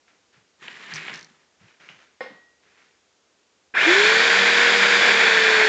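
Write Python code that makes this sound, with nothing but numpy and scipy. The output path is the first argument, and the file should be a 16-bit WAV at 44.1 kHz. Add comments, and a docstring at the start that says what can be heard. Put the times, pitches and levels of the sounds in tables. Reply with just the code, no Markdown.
"""Home-made sanding station in a workshop

A wooden box is dragged over a cardboard-covered bench: filtered grains scrape, noise bursts bump and snap.
Hands rub and tap, and a stick knocks on the box, ringing wooden and metal modes.
Then a belt sander spins up: rotor-locked sines whine under gear and belt rattle made of dense grains.
Near the end a stick pressed on the belt slows the rotor, lowering and blurring the whine."""
import sys
import numpy as np
from scipy import signal
from scipy.fft import rfft, irfft, next_fast_len
from scipy.io import wavfile

SR = 44100
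rng = np.random.default_rng(int(sys.argv[2]) if len(sys.argv) > 2 else 0)


def unload_audio(sound):
    """Save the sound as a 16-bit wav file, at the path given as the first command line argument."""
    columns = np.transpose(np.atleast_2d(sound))
    # keep every value between -1 and 1, then stretch to whole-number steps
    steps = np.round(np.clip(columns, -1, 1) * 32767)
    wavfile.write(sys.argv[1], SR, steps.astype(np.int16))


N = 250488  # length in samples


def from_db(db):
    """Decibels to gain."""
    return 10 ** (np.asarray(db) / 20)


def rms_one(x):
    """Scale to unit rms."""
    return x / np.sqrt(np.mean(x ** 2) + 1e-20)


def seconds():
    """Time of every sample."""
    return np.arange(N) / SR


def decay_per_sample(t60):
    """Factor per sample that loses 60 dB in t60 seconds."""
    return np.exp(-np.log(1000) / (t60 * SR))


def drift(rate_hz):
    """Smooth random wander of rms 1: low-passed noise, drawn at every 40th sample."""
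    step = 40
    r = np.exp(-2 * np.pi * rate_hz * step / SR)
    noise = rng.standard_normal(N // step + 2002)
    slow = signal.lfilter([1], [1, -2 * r, r * r], noise)[2000:]  # skip the filter's settling
    return np.interp(np.arange(N) / step, np.arange(len(slow)), rms_one(slow))


def colour(x, spectrum):
    """Shape a steady sound by a spectrum that falls 36 dB per octave further beyond its ends; rms 1."""
    hz, db = np.transpose(spectrum)
    size = next_fast_len(N)
    octave = np.log2(np.arange(size // 2 + 1) * SR / size + 1)
    known = np.log2(hz)
    beyond = np.abs(octave - np.clip(octave, known[0], known[-1]))
    gain = from_db(np.interp(octave, known, db) - 36 * beyond)
    return rms_one(irfft(rfft(x, size) * gain, size)[:N])


def grains(per_s, spread_db):
    """Tiny random impacts of uneven size; rms 1."""
    born = rng.random(N) < per_s / SR
    sign = rng.choice([-1, 1], N)
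    size = from_db(spread_db * np.clip(rng.standard_normal(N), -2, 2))
    return rms_one(born * sign * size)


def resonate(x, hz, width_hz):
    """A two-pole resonance with gain 1 on top."""
    r = np.exp(-np.pi * width_hz / SR)
    poles = [1, -2 * r * np.cos(2 * np.pi * hz / SR), r * r]
    return signal.lfilter(np.array([1, 0, -1]) * (1 - r * r) / 2, poles, x + 1e-18)


def ring(impulses, hz, t60):
    """Each unit impulse starts a dying sine of height 1."""
    r, w = decay_per_sample(t60), 2 * np.pi * hz / SR
    return signal.lfilter([0, np.sin(w)], [1, -2 * r * np.cos(w), r * r], impulses + 1e-18)


def band(x, low_hz, high_hz):
    """Causal band-pass with steep skirts."""
    sos = signal.butter(3, [low_hz, high_hz], "band", fs=SR, output="sos")
    return signal.sosfilt(sos, x + 1e-18)


def clicks(events):
    """One impulse for each (seconds, dB) row."""
    s, db = np.transpose(events)
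    return np.bincount(np.round(s * SR).astype(int), from_db(db), N)


def cracks(events, low_hz, high_hz, t60):
    """Each contact is a quickly dying burst of noise."""
    envelope = signal.lfilter([1], [1, -decay_per_sample(t60)], clicks(events) + 1e-18)
    burst = band(envelope * rng.standard_normal(N), low_hz, high_hz)
    return burst * np.sqrt(SR / 2 / (high_hz - low_hz))  # make up for the noise lost outside the band


def workshop(x, wet_db, t60=0.38, gap_s=0.0027):
    """Direct sound plus the dense, dying reflections of bare walls."""
    t = seconds()[:SR]
    tail = band(rng.standard_normal(SR), 96, 7300) * np.exp(-np.log(1000) * t / t60) * (t > gap_s)
    tail /= np.sqrt(np.sum(tail ** 2))
    return x + from_db(wet_db) * signal.fftconvolve(x, tail)[:N]


# Colour of the quiet workshop. Each row: frequency in Hz, relative level in dB per Hz.
QUIET_COLOUR = [(25, -38), (45, -22.5), (75, -4), (100, -8), (130, -10), (205, -5), (250, -3), (440, -0.5),
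                (570, -4), (820, -5.5), (2500, -8.5), (7300, -10.5), (8850, -34.5)]


def quiet_room():
    """Steady coloured noise under everything."""
    level_db = -65.4
    return from_db(level_db) * colour(rng.standard_normal(N), QUIET_COLOUR)


RUB_ATTACK_S, RUB_RELEASE_DB_PER_S = 0.011, 124


def rub_envelope(start, held, db):
    """A rub sets in quickly, holds and dies away."""
    age = seconds() - start
    attack = np.clip(age / RUB_ATTACK_S, 0, 1)
    return attack * from_db(db - RUB_RELEASE_DB_PER_S * np.maximum(age - held, 0))


# Low rumble of rubbing and dragging. Each row: frequency in Hz, relative level in dB per Hz.
RUMBLE_COLOUR = [(30, -29), (70, -13), (110, -16), (155, 6), (230, 2), (300, -2), (400, 5), (600, -23)]
# Rustle of hands, sleeves and stick. Each row: frequency in Hz, relative level in dB per Hz.
RUSTLE_COLOUR = [(180, -48), (300, -11), (513, -9), (743, -8.5), (1020, -7), (1150, -8), (1380, -1.5),
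                 (2390, -3), (2890, -8.5), (6690, -18.5), (8000, -35), (10400, -77), (17600, -120)]
# Rubs of hands, sleeves and the sliding stick. Each row: start in seconds, hold in seconds, level in dB before mix.
HAND_RUBS = [(0.071, 0.0069, -57), (0.325, 0.035, -58.5), (1.387, .03, -63), (1.595, 0.083, -58),
             (1.679, 0.014, -61), (1.794, .08, -50.5), (1.882, 0.032, -53.5), (1.984, .03, -56.5),
             (2.62, 0.13, -60.5), (2.765, 0.088, -60.5), (2.88, .07, -75)]
# Light taps of fingers and stick. Each row: start in seconds, level in dB before mix.
LIGHT_TAPS = [(1.681, -44), (1.803, -47), (1.889, -32), (2.003, -48)]
# Dull thuds of the bench. Each row: start in seconds, level in dB before mix, centre frequency in Hz.
BENCH_THUDS = [(0.359, -60, 150), (0.68, -61, 190), (0.924, -45.5, 140), (1.091, -47, 199),
               (1.281, -55.5, 186), (1.605, -54, 141), (1.892, -52.5, 150), (2.3, -48, 234)]


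def handling():
    """Rubbing is soft grain noise; light taps and dull bench thuds are short noise bursts."""
    touch = sum(rub_envelope(*rub) for rub in HAND_RUBS)
    rustle = from_db(-2.0) * colour(grains(2400, spread_db=0.5), RUSTLE_COLOUR)
    rumble = from_db(-18) * colour(grains(1500, spread_db=6), RUMBLE_COLOUR)
    taps = from_db(-7) * cracks(LIGHT_TAPS, 1900, 3200, t60=0.025)
    thuds = sum(cracks([(s, db)], hz / np.sqrt(2), hz * np.sqrt(2), t60=0.25)  # one octave wide
                for s, db, hz in BENCH_THUDS)
    return touch * (rustle + rumble) + from_db(-1.2) * thuds + workshop(taps, wet_db=-8)


# Runs of feet snapping over the cardboard ribs. Each row: start in seconds, end in seconds,
# gap between snaps in seconds, level at the start in dB, level at the end in dB, both before mix.
RIB_RUNS = [(0.9375, 0.968, .0069, -25, -25), (1.1395, 1.15, .0065, -26, -33),
            (1.1575, 1.254, .0176, -33, -34)]


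def rib_snaps():
    """Evenly spaced ribs give evenly spaced snaps: (seconds, dB) rows."""
    return [(s, np.interp(s, [start, end], [first_db, last_db]))
            for start, end, gap, first_db, last_db in RIB_RUNS
            for s in np.arange(start, end, gap)]


# How hard the box is dragged. Each row: time in seconds, effort in dB; silent outside the span.
DRAG_EFFORT = [(0.59, -69), (0.63, -44.5), (0.74, -45.5), (0.9, -42.5), (0.97, -36.5), (1.06, -39),
               (1.15, -38.5), (1.265, -60), (1.45, -74)]


def drag_effort():
    """The changing push on the box, as a gain."""
    s, db = np.transpose(DRAG_EFFORT)
    return from_db(np.interp(seconds(), s, db, left=-np.inf, right=-np.inf))


# Main colour of the scrape. Each row: frequency in Hz, relative level in dB per Hz.
SCRAPE_COLOUR = [(1300, -14), (1750, 0.5), (2300, -5), (3000, -8.5), (3600, -10), (4500, -19)]
# Drone of the hollow box. 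Each row: frequency in Hz, relative level in dB per Hz.
BOX_COLOUR = [(280, -11), (400, -5), (520, -8.5), (750, -6.5), (1050, -2), (1300, -0.5), (1600, -5)]
# Bright grit under the feet. Each row: frequency in Hz, relative level in dB per Hz.
GRIT_COLOUR = [(3000, -2), (4200, 0), (5200, -1), (6300, -4), (7300, 0), (7900, -15), (8800, -32)]
# Feet of the box catching and bumping. Each row: start in seconds, level in dB before mix.
FOOT_BUMPS = [(0.625, -31), (0.6765, -33), (0.681, -27), (1.08, -16), (1.096, -24)]

# a hard push makes the feet rasp in a higher resonance; its level is relative to the effort at its hardest
RASP_HZ, RASP_WIDTH_HZ, RASP_DB = 2250, 600, -4.5
# levels at mean effort, and the share of the effort's dB swing that these three follow
DRONE_DB, GRIT_DB, RUMBLE_DB, FOLLOWS = -52, -57, -57.5, 0.73


def dragged_box():
    """Wooden feet scrape, catch and snap over the cardboard; the bench rumbles underneath."""
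    effort = drag_effort()
    grip = from_db(1.26 * drift(37))  # friction sticks and slips unevenly
    rasp = resonate(grains(1800, spread_db=4), RASP_HZ, RASP_WIDTH_HZ)
    rasp = rms_one(resonate(rasp, RASP_HZ, RASP_WIDTH_HZ))
    rasp_gain = from_db(RASP_DB) * effort / effort.max()
    scrape = effort * (from_db(-0.5) * colour(grains(2500, spread_db=1.5), SCRAPE_COLOUR) + rasp_gain * rasp)

    drone = from_db(DRONE_DB) * colour(grains(3000, spread_db=1), BOX_COLOUR)
    grit = from_db(GRIT_DB) * colour(grains(3000, spread_db=-2), GRIT_COLOUR)
    rumble = from_db(RUMBLE_DB) * colour(grains(2200, spread_db=8.5), RUMBLE_COLOUR)
    body = (effort / effort[effort > 0].mean()) ** FOLLOWS * (drone + grit + rumble)

    bumps = from_db(-5.5) * cracks(FOOT_BUMPS, 1560, 3160, t60=0.021)
    panels = from_db(-25.5) * cracks(FOOT_BUMPS, 310, 1500, t60=0.17)  # each bump shakes the hollow box
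    ribs = rib_snaps()
    snaps = workshop(cracks(ribs, 4100, 6200, t60=.009), wet_db=-14, t60=.2)
    bench = from_db(-25) * ring(clicks(ribs), 159, 0.21)  # a quick run of snaps sets the bench top booming
    return grip * (scrape + body) + bench + panels + workshop(bumps, wet_db=-19.0) + from_db(-3.5) * snaps


def struck_modes(blows, modes):
    """Modes ringing together from the same blows, with alternating sign."""
    return sum((-1) ** k * from_db(db) * ring(blows, hz, t60) for k, (hz, db, t60) in enumerate(modes))


# Stick against the box. Each row: start in seconds, strength in dB.
STICK_KNOCKS = [(2.2065, -26), (2.218, -49), (2.26, -38.5)]
# Modes of stick and box. Each row: frequency in Hz, level in dB relative to the blow, t60 in seconds.
WOOD_MODES = [(395, -9, 0.056), (446, -2.5, 0.032), (518, 1.5, 0.051), (775, -3, 0.044),
              (1094, -13.5, 0.16), (1480, -12, 0.094), (1850, -0.5, 0.069), (2390, -18, .09),
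              (4240, -36, 0.089)]
# The sander's metal frame, its lowest pair beating slowly.
# Each row: frequency in Hz, level in dB relative to the blow, t60 in seconds.
FRAME_MODES = [(1902, -23, 1.1), (1904.3, -23, 1.1), (2042, -26, .6), (2120, -11, .32), (5200, -26, .33)]


def knock():
    """The stick hits the box: short wooden modes, while the sander's metal rings on."""
    first = STICK_KNOCKS[:1]
    wood = struck_modes(clicks(STICK_KNOCKS), WOOD_MODES)
    metal = struck_modes(clicks(first), FRAME_MODES)
    crack = from_db(-19) * cracks(STICK_KNOCKS, 320, 2000, t60=0.054)
    shudder = from_db(-18) * cracks(first, 210, 2100, t60=0.58)  # the loose panels of the box
    buzz = from_db(-19.5) * cracks(first, 800, 4200, t60=0.52)  # the fittings on it
    knocked = workshop(wood + crack, wet_db=-9.5) + metal + shudder + buzz
    return band(knocked, 150, 8000)  # a small box radiates no bass


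# The stick pressed on the belt slows the rotor. Each row: time in seconds, rotor speed lost in Hz.
BELT_SAG = [(5.04, 0), (5.14, 11), (5.33, 28), (5.46, 31.5), (5.68, 46)]

# the rotor runs up to its idle speed, steeply at first (shape 1 = plain exponential)
SWITCH_ON_S, IDLE_HZ, RUN_UP_S, RUN_UP_SHAPE = 3.738, 475, .116, .83


def rotor():
    """Rotor speed in Hz, and the load of the stick from 0 to 1."""
    running_s = np.maximum(seconds() - SWITCH_ON_S, 0)
    free_hz = IDLE_HZ * (1 - np.exp(-(running_s / RUN_UP_S) ** RUN_UP_SHAPE))
    lost_hz = np.interp(seconds(), *np.transpose(BELT_SAG))
    return free_hz - lost_hz, lost_hz / lost_hz.max()


# The gears take up their slack at switch-on. Each row: start in seconds, level in dB.
GEAR_JOLTS = [(3.739, -39), (3.77, -14)]


def spin_up(turns):
    """Under the starting torque the gear teeth bite hard: a rough chirp that climbs with the rotor."""
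    teeth, peak_s, spread_s = 11.7, 3.8, .038  # teeth: mesh cycles per rotor turn
    torque = np.exp(-((seconds() - peak_s) / spread_s) ** 2 / 2) * (seconds() > SWITCH_ON_S)
    mesh = np.sin(2 * np.pi * teeth * turns + .9 * drift(130)) * from_db(2.5 * drift(90))
    chirp = from_db(-19.5) * band(torque * mesh, 1200, 4200)
    return chirp + cracks(GEAR_JOLTS, 1340, 1830, t60=.04)


LOOSE_SPEED = 0.81  # share of the idle speed from which all parts rattle freely
# rattle: level at idle, extra at full torque, power of the speed it follows while starting
RATTLE_DB, TORQUE_DB, RATTLE_POWER = -17, 4, 1
# grit hiss: level at idle, change under full load, power of the speed it follows while starting
HISS_DB, HISS_LOAD_DB, HISS_POWER = -23.5, -2.4, 1.6
BITE_S, BITE_WIDTH_S, BITE_DB = 5.1, 0.045, 1.5  # the stick first bites: when, spread in time, extra rattle
SURGE_DB, SURGE_HZ = 0.38, 10  # the rattle swells and eases as the belt wanders


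def running_gains(speed, pressed):
    """Rattle and hiss swell with rotor speed; torque and the stick's bite add rattle, its load damps the hiss."""
    loose = np.minimum(speed / LOOSE_SPEED, 1)
    bite = np.exp(-((seconds() - BITE_S) / BITE_WIDTH_S) ** 2 / 2)
    torque = (1 - speed) * (pressed == 0)
    rattle_db = RATTLE_DB + TORQUE_DB * torque + BITE_DB * bite + SURGE_DB * drift(SURGE_HZ)
    hiss_db = HISS_DB + HISS_LOAD_DB * pressed
    return loose ** RATTLE_POWER * from_db(rattle_db), loose ** HISS_POWER * from_db(hiss_db)


# Colour of the rattle. Each row: frequency in Hz, relative level in dB per Hz.
RATTLE_COLOUR = [(25, -33.5), (50, -41.5), (110, -31), (200, -22), (290, -19.5), (400, -10.5), (800, -10.5),
                 (1280, -10.5), (1520, -1), (1750, -0.5), (2050, -3), (2380, -2), (2750, -11), (3300, -25)]
# Colour of the grit hiss. Each row: frequency in Hz, relative level in dB per Hz.
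HISS_COLOUR = [(2400, -18), (3000, -3), (3450, 0.5), (4000, -5), (4800, -9), (5600, -13.5), (6600, -15.5),
               (7100, -12), (7600, -22), (8000, -28.5), (8500, -41.5), (8900, -54.5)]
# Housing resonances. Each row: frequency in Hz, width in Hz, relative gain in dB.
HOUSING_MODES = [(971, 9.7, -9.5), (1074, 31, -7), (1400, 44, -5.5), (1509, 12, 2.5), (1638, 17, -1.5),
                 (1769, 9.2, 3), (1650, 27, -34), (2190, 32, -5), (2400, 6.7, 4), (3270, 6.7, -14),
                 (3220, 18, -7), (3443, 20, -3.5), (3740, 74, -11.5), (5260, 20, -15)]


def gears_and_belt(turns, speed, pressed, throb=0.045, lurch_db=0.3):
    """Dense tooth and grit impacts, bunched by the turning shafts, ring the housing."""
    rattle_gain, hiss_gain = running_gains(speed, pressed)
    shaft = np.sin(2 * np.pi * 0.068 * turns + drift(9))  # a slow shaft, 0.068 turns per rotor turn
    load = from_db(lurch_db * drift(32)) * (1 + throb * shaft)
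    teeth = grains(7000, spread_db=4.0) * load
    housing = rms_one(sum(from_db(db) * resonate(grains(3000, spread_db=1.0) * load, hz, width_hz)
                          for hz, width_hz, db in HOUSING_MODES))
    rattle = from_db(-0.34) * colour(teeth, RATTLE_COLOUR) + from_db(-7.5) * housing
    hiss = colour(grains(12000, spread_db=2) * load, HISS_COLOUR)
    return rattle_gain * rattle + hiss_gain * hiss


# How strongly the rotor's unbalance shakes the box. Each row: rotor speed in Hz, level in dB before trim.
UNBALANCE_HUM = [(295, -61), (320, -20.5), (335, -17.5), (358, -18.5), (382, -23.5), (407, -18.5),
                 (425, -23.5), (440, -24), (451, -28.5), (466, -29.5), (475, -29.5)]
# Tones locked to the rotor. Each row: multiple of the rotor speed, level at unloaded idle in dB rms before
# flutter, flutter in dB, power of the speed that the level follows.
ROTOR_TONES = [(.415, -43.5, 3, 7), (.5, -44.5, 2, 5), (.83, -47, 3, 3), (2, -44, 3, 2), (4, -39, 4, 2),
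               (9, -46, 2, 1), (10, -36, 1.8, .5), (10.5, -48, 2.5, 2), (11, -45.5, 2.5, 2)]


def motor(turns, speed, pressed, damping_db=-0.5):
    """The unbalanced rotor hums; belt, fan and gear tones grow with speed, damped and blurred by load."""
    angle = 2 * np.pi * turns
    shaking = from_db(np.interp(speed * IDLE_HZ, *np.transpose(UNBALANCE_HUM), left=-np.inf))
    hum = from_db(-0.5 + drift(36)) * shaking * np.sin(angle + .06 * drift(13))
    blur = 0.23 + .9 * pressed  # phase wander in radians
    tones = 0
    for multiple, db, flutter_db, power in ROTOR_TONES:
        level = from_db(db + flutter_db * drift(6.4)) * speed ** power
        start_phase = 2 * np.pi * rng.random()
        tones = tones + level * np.sin(multiple * angle + start_phase + blur * drift(10))
    return np.sqrt(2) * (hum + tones * from_db(damping_db * pressed))  # sqrt(2): rms to peak of a sine


def sander():
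    """Everything in the machine follows the rotor."""
    rotor_hz, pressed = rotor()
    turns, speed = np.cumsum(rotor_hz) / SR, rotor_hz / IDLE_HZ
    return motor(turns, speed, pressed) + gears_and_belt(turns, speed, pressed) + spin_up(turns)


def scene():
    """All sources over the quiet of the room."""
    return (quiet_room() + handling() + dragged_box() + knock() + sander())[None]


def record(dry):
    """A steep low-pass cuts the top."""
    cutoff_hz = 8850
    return signal.sosfilt(signal.ellip(12, .1, 90, cutoff_hz, fs=SR, output="sos"), dry)


dry = scene()
out = record(dry)
unload_audio(out)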